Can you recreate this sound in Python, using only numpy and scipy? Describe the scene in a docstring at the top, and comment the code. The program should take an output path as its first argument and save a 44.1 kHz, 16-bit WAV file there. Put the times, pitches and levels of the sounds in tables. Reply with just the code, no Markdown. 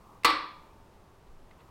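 """Small furnished room: locking pliers snap shut on a steel bracket held to a wooden sill.
A lead-in tick, the snap (two blows 2 ms apart) and a rebound: noise cracks, decaying sines for metal, room
and sill, and a diffuse noise tail for the room; the snap overloads the input.
Later, faint ticks (sine and noise), soft puffs of grainy noise (brief noisy ticks and a rustle) and a footfall
(low floor modes). Beneath: room tone and a band near 1 kHz (coloured noise), and a faint wavering sine."""
import sys
import numpy as np
from scipy import signal
from scipy.fft import rfft, irfft
from scipy.io import wavfile
from scipy.ndimage import map_coordinates

SR = 44100
rng = np.random.default_rng(int(sys.argv[2]) if len(sys.argv) > 2 else 0)


def invert_db(x):
    """Field ratio 10**(x/20) for x, a level in decibels (scalar or array-like)."""
    u = np.asarray(x, float) / 20
    return 10 ** u


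def to_wav(s):
    """Save 16-bit WAV."""
    ch = np.atleast_2d(s).T  # columns
    pcm = np.round(np.clip(ch, -1, 1) * 32767)  # PCM
    wavfile.write(sys.argv[1], SR, pcm.astype(np.int16))


N = 74970
T = np.arange(N) / SR  # s

# Room tone and microphone hiss. Each row: frequency in Hz, relative density in dB per Hz.
TONE_SPECTRUM = [(4.7, -29.5), (8.0, 1.5), (96, -3.5), (123, -6.5), (240, -9), (310, -10.5), (341, -8.5),
                 (831, -14.5), (914, -13.5), (1670, -23), (1840, -24.5), (16000, -42.5)]
# Level over time of the noise band near 1 kHz. Each row: time in seconds, level in dB.
BAND_LEVEL = [(0, -61), (.08, -60), (.22, -65.5), (.7, -64.5), (.85, -76), (1.0, -70.5), (1.2, -74),
              (1.45, -72), (1.7, -62)]
# Colour of the noise band near 1 kHz. Each row: frequency in Hz, relative density in dB per Hz.
BAND_SPECTRUM = [(600, -34), (820, 1), (1000, 0), (1250, 1), (1500, -31.5)]
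# Floor modes under the footfall. Each row: frequency in Hz, level before the rise in dB, t60 in seconds.
FLOOR_MODES = [(15.6, -39, .9), (45, -38, .2)]
# Soft noise puffs: brief noisy ticks and a rustle. Each row: centre in seconds, half length in seconds,
# level in dB.
NOISE_PUFFS = [(.668, .02, -71), (.935, .025, -72), (1.225, .008, -71), (1.275, .015, -71),
               (1.513, .006, -63), (1.61, .014, -63)]
# Puff colour before graining. Each row: frequency in Hz, relative density in dB per Hz.
PUFF_SPECTRUM = [(400, -60), (900, 6), (2500, 0), (4500, -6), (7000, -60)]
# Faint ticks. Each row: start in seconds, level of the sine in dB, frequency in Hz, t60 in seconds.
FAINT_TICKS = [(.726, -52, 700, .02), (1.472, -57, 420, .06), (1.511, -53, 2120, .045)]
# Colour of the room's answer. Each row: frequency in Hz, relative density in dB per Hz.
ECHO_SPECTRUM = [(60, -48.5), (156, -41.5), (308, -21.5), (408, -27.5), (540, -19), (640, -25),
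                 (760, -19.5), (1000, -12), (1190, -7.5), (1420, -16.5), (2000, -16.5), (2350, -16),
                 (3120, -22.5), (3900, -18.5), (4450, -16), (4850, -27.5), (5200, -25.5), (6280, -42.5),
                 (7600, -44), (8300, -36), (9000, -45), (16000, -51.5)]
# Room decay. Each row: frequency in Hz, t60 in seconds.
ROOM_DECAY = [(100, 0.68), (260, 0.71), (700, 0.52), (1840, 0.53), (4850, 0.45), (12800, 0.28)]
# Blows of the pliers. Each row: start in seconds, relative level in dB, share that rings on (linear),
# crack t60 in seconds.
PLIER_BLOWS = [(0.2345, -27, 0.18, .018), (0.2462, -3.5, 1, .05), (0.2482, -8, 0.061, .06),
               (.3038, -10, 0.01406, .006)]
# Crack colour. Each row: frequency in Hz, relative density in dB per Hz.
CRACK_SPECTRUM = [(35, -50.5), (170, -29), (300, -17.5), (520, -13), (650, -22.5), (1090, 2.5), (1400, -17),
                  (2400, 1.5), (3120, -17.5), (4200, -7.5), (6300, -27), (9000, -22.5), (16000, -33.5)]
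# Ringing lines of the snap, metal and room together. Each row: frequency in Hz, relative level in dB,
# t60 in seconds.
SNAP_LINES = [(911, -11, 0.514), (1001.4, -9.5, 0.78), (1012, -14, 0.38), (1026, -11, .5), (1103, -13, .55),
              (1142, -2, 0.59), (1157, 6.5, 0.37), (1198.6, -2, .65), (1286, -11.5, 0.37),
              (1309.6, -10, 0.58), (1987, -7.5, 0.45), (2068, -9, .3), (2238, -11.5, .3),
              (2324, -24.5, 0.94), (2415, -8, 0.38), (2508, -15.5, 0.13), (2750, -5, 0.14),
              (2837, -17.5, .35), (3410, -14.5, 0.63), (3694, -9.5, 0.29), (3757, -21.5, 0.67),
              (4086, -21.5, 0.67), (4090, -29, 0.58), (4360, -18, 0.394), (4340, -18, 0.55),
              (5020, -24.5, .35), (5094, -20, 0.51), (5770, -31, 0.51), (7980, -31, .25),
              (8420, -32.5, 0.21)]
# Wooden sill modes. Each row: frequency in Hz, relative level in dB, t60 in seconds.
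SILL_MODES = [(42.1, -12, .4), (208.7, -15.5, .3), (301.6, -3.5, 0.65), (322.4, 2, .45), (479.3, 4.5, 0.2),
              (556.3, -4.5, .4), (769, -6, .45)]

CRACK_RISE_S = .0006  # also the rise of the faint ticks


def unit(x):
    """Scales x to rms 1."""
    return x / np.sqrt(np.mean(x ** 2) + 1e-20)


def along(points, hz):
    """Reads (Hz, value) points on a log frequency axis."""
    point_hz, value = np.transpose(points)
    return np.interp(np.log(hz + 1), np.log(point_hz + 1), value)


def wobble(knots_per_s):
    """Smooth random curve through Gaussian knots."""
    return map_coordinates(rng.standard_normal(N // 100), [T * knots_per_s])


def noise(spectrum):
    """Gaussian noise shaped by a spectrum, rms 1."""
    hz = np.fft.rfftfreq(N, 1 / SR)
    white = rfft(rng.standard_normal(N))
    return unit(irfft(white * invert_db(along(spectrum, hz)), N))


def after(start_s, rise_s, t60_s):
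    """Time since start_s, and an envelope of exponential rise and decay."""
    t = np.maximum(T - start_s, 0)
    return t, (1 - np.exp(-t / rise_s)) * invert_db(-60 * t / t60_s)


def ring(lines, start_s, rise_s, waver_rad):
    """Sum of decaying sines; random phase waver grows with frequency, waver_rad applies at 1 kHz."""
    out = np.zeros(N)
    for hz, db, t60_s in lines:
        t, envelope = after(start_s, rise_s, t60_s)
        waver = waver_rad * (hz / 1000) ** .25 * wobble(25)
        out += invert_db(db) * envelope * np.sin(2 * np.pi * hz * t + waver)
    return out


def room_tone():
    """Steady coloured noise, its level drifting slowly."""
    return invert_db(-56.95 + .8 * wobble(3.2)) * noise(TONE_SPECTRUM)


def noise_band():
    """Band of noise near 1 kHz, rising and falling along a level curve with random flutter."""
    level_db = np.interp(T, *np.transpose(BAND_LEVEL)) + 1.5 * wobble(16)
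    return invert_db(level_db) * noise(BAND_SPECTRUM)


def faint_tone():
    """Sine of wavering level that swells and fades."""
    hum_hz, hum_db, centre_s, half_s = 900, -65.5, 0.61, 0.48
    swell = np.exp(-((T - centre_s) / half_s) ** 4)
    return invert_db(hum_db + 1.8 * wobble(5.5)) * swell * np.sin(2 * np.pi * hum_hz * T)


def footfall():
    """Low floor modes with a slow rise and steady phase."""
    return ring(FLOOR_MODES, start_s=1.265, rise_s=.07, waver_rad=0)


def soft_puffs():
    """Bell-shaped puffs of band noise, grained by fast random level."""
    puffs = sum(invert_db(db) * np.exp(-((T - centre_s) / half_s) ** 2) for centre_s, half_s, db in NOISE_PUFFS)
    return puffs * unit(invert_db(2.2 * wobble(400)) * noise(PUFF_SPECTRUM))


def faint_ticks():
    """Short decaying sines, each with narrow noise around its pitch."""
    out = np.zeros(N)
    for start_s, db, hz, t60_s in FAINT_TICKS:
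        t, envelope = after(start_s, CRACK_RISE_S, t60_s)
        rough = noise([(hz / 2, -70), (hz, 0), (hz * 2, -70)])
        out += invert_db(db) * envelope * (np.sin(2 * np.pi * hz * t) + 0.5 * rough)
    return out


def room(start_s):
    """Room's answer to a blow: 1 s of dense noise, each frequency decaying at its own rate."""
    rise_s = .006
    hz, t, bins = signal.stft(noise(ECHO_SPECTRUM)[:SR], SR, nperseg=256)
    decay = invert_db(-60 * t / along(ROOM_DECAY, hz)[:, None])
    tail = signal.istft(bins * decay, SR, nperseg=256)[1][:SR]
    out, at = np.zeros(N + SR), round(start_s * SR)
    out[at:at + SR] = tail * (1 - np.exp(-T[:SR] / rise_s))
    return out[:N]


def pliers():
    """Each blow makes a noise crack, ringing lines, sill modes and a diffuse room tail."""
    crack_db, lines_db, sill_db, echo_db = -6.5, -20.5, -30, -17  # gains within a blow
    rise_s, waver_rad = .003, 0.49
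    out = np.zeros(N)
    for start_s, db, share, crack_t60_s in PLIER_BLOWS:
        crack = invert_db(crack_db) * after(start_s, CRACK_RISE_S, crack_t60_s)[1] * noise(CRACK_SPECTRUM)
        ringing = invert_db(lines_db) * ring(SNAP_LINES, start_s, rise_s, waver_rad)
        sill = invert_db(sill_db) * ring(SILL_MODES, start_s, rise_s, waver_rad)
        echo = invert_db(echo_db) * room(start_s)
        out += invert_db(db) * (crack + share * (ringing + sill + echo))
    return out


def scene():
    """Sums all sources into one channel."""
    background = room_tone() + noise_band() + faint_tone()
    movement = footfall() + soft_puffs() + faint_ticks()
    return (background + movement + pliers())[None]


def roll_off(x):
    """The treble ends steeply here."""
    return signal.sosfilt(signal.butter(12, 16500, fs=SR, output="sos"), x)


def record(dry):
    """The input saturates with a firm knee; a lowpass at 16.3 kHz follows."""
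    clip_top, knee_power, top_hz = .252, 9, 16300
    clipped = dry / (1 + np.abs(dry / clip_top) ** knee_power) ** (1 / knee_power)
    limited = irfft(rfft(clipped) * (np.fft.rfftfreq(N, 1 / SR) < top_hz), N)
    return roll_off(limited)


dry = scene()
out = record(dry)
to_wav(out)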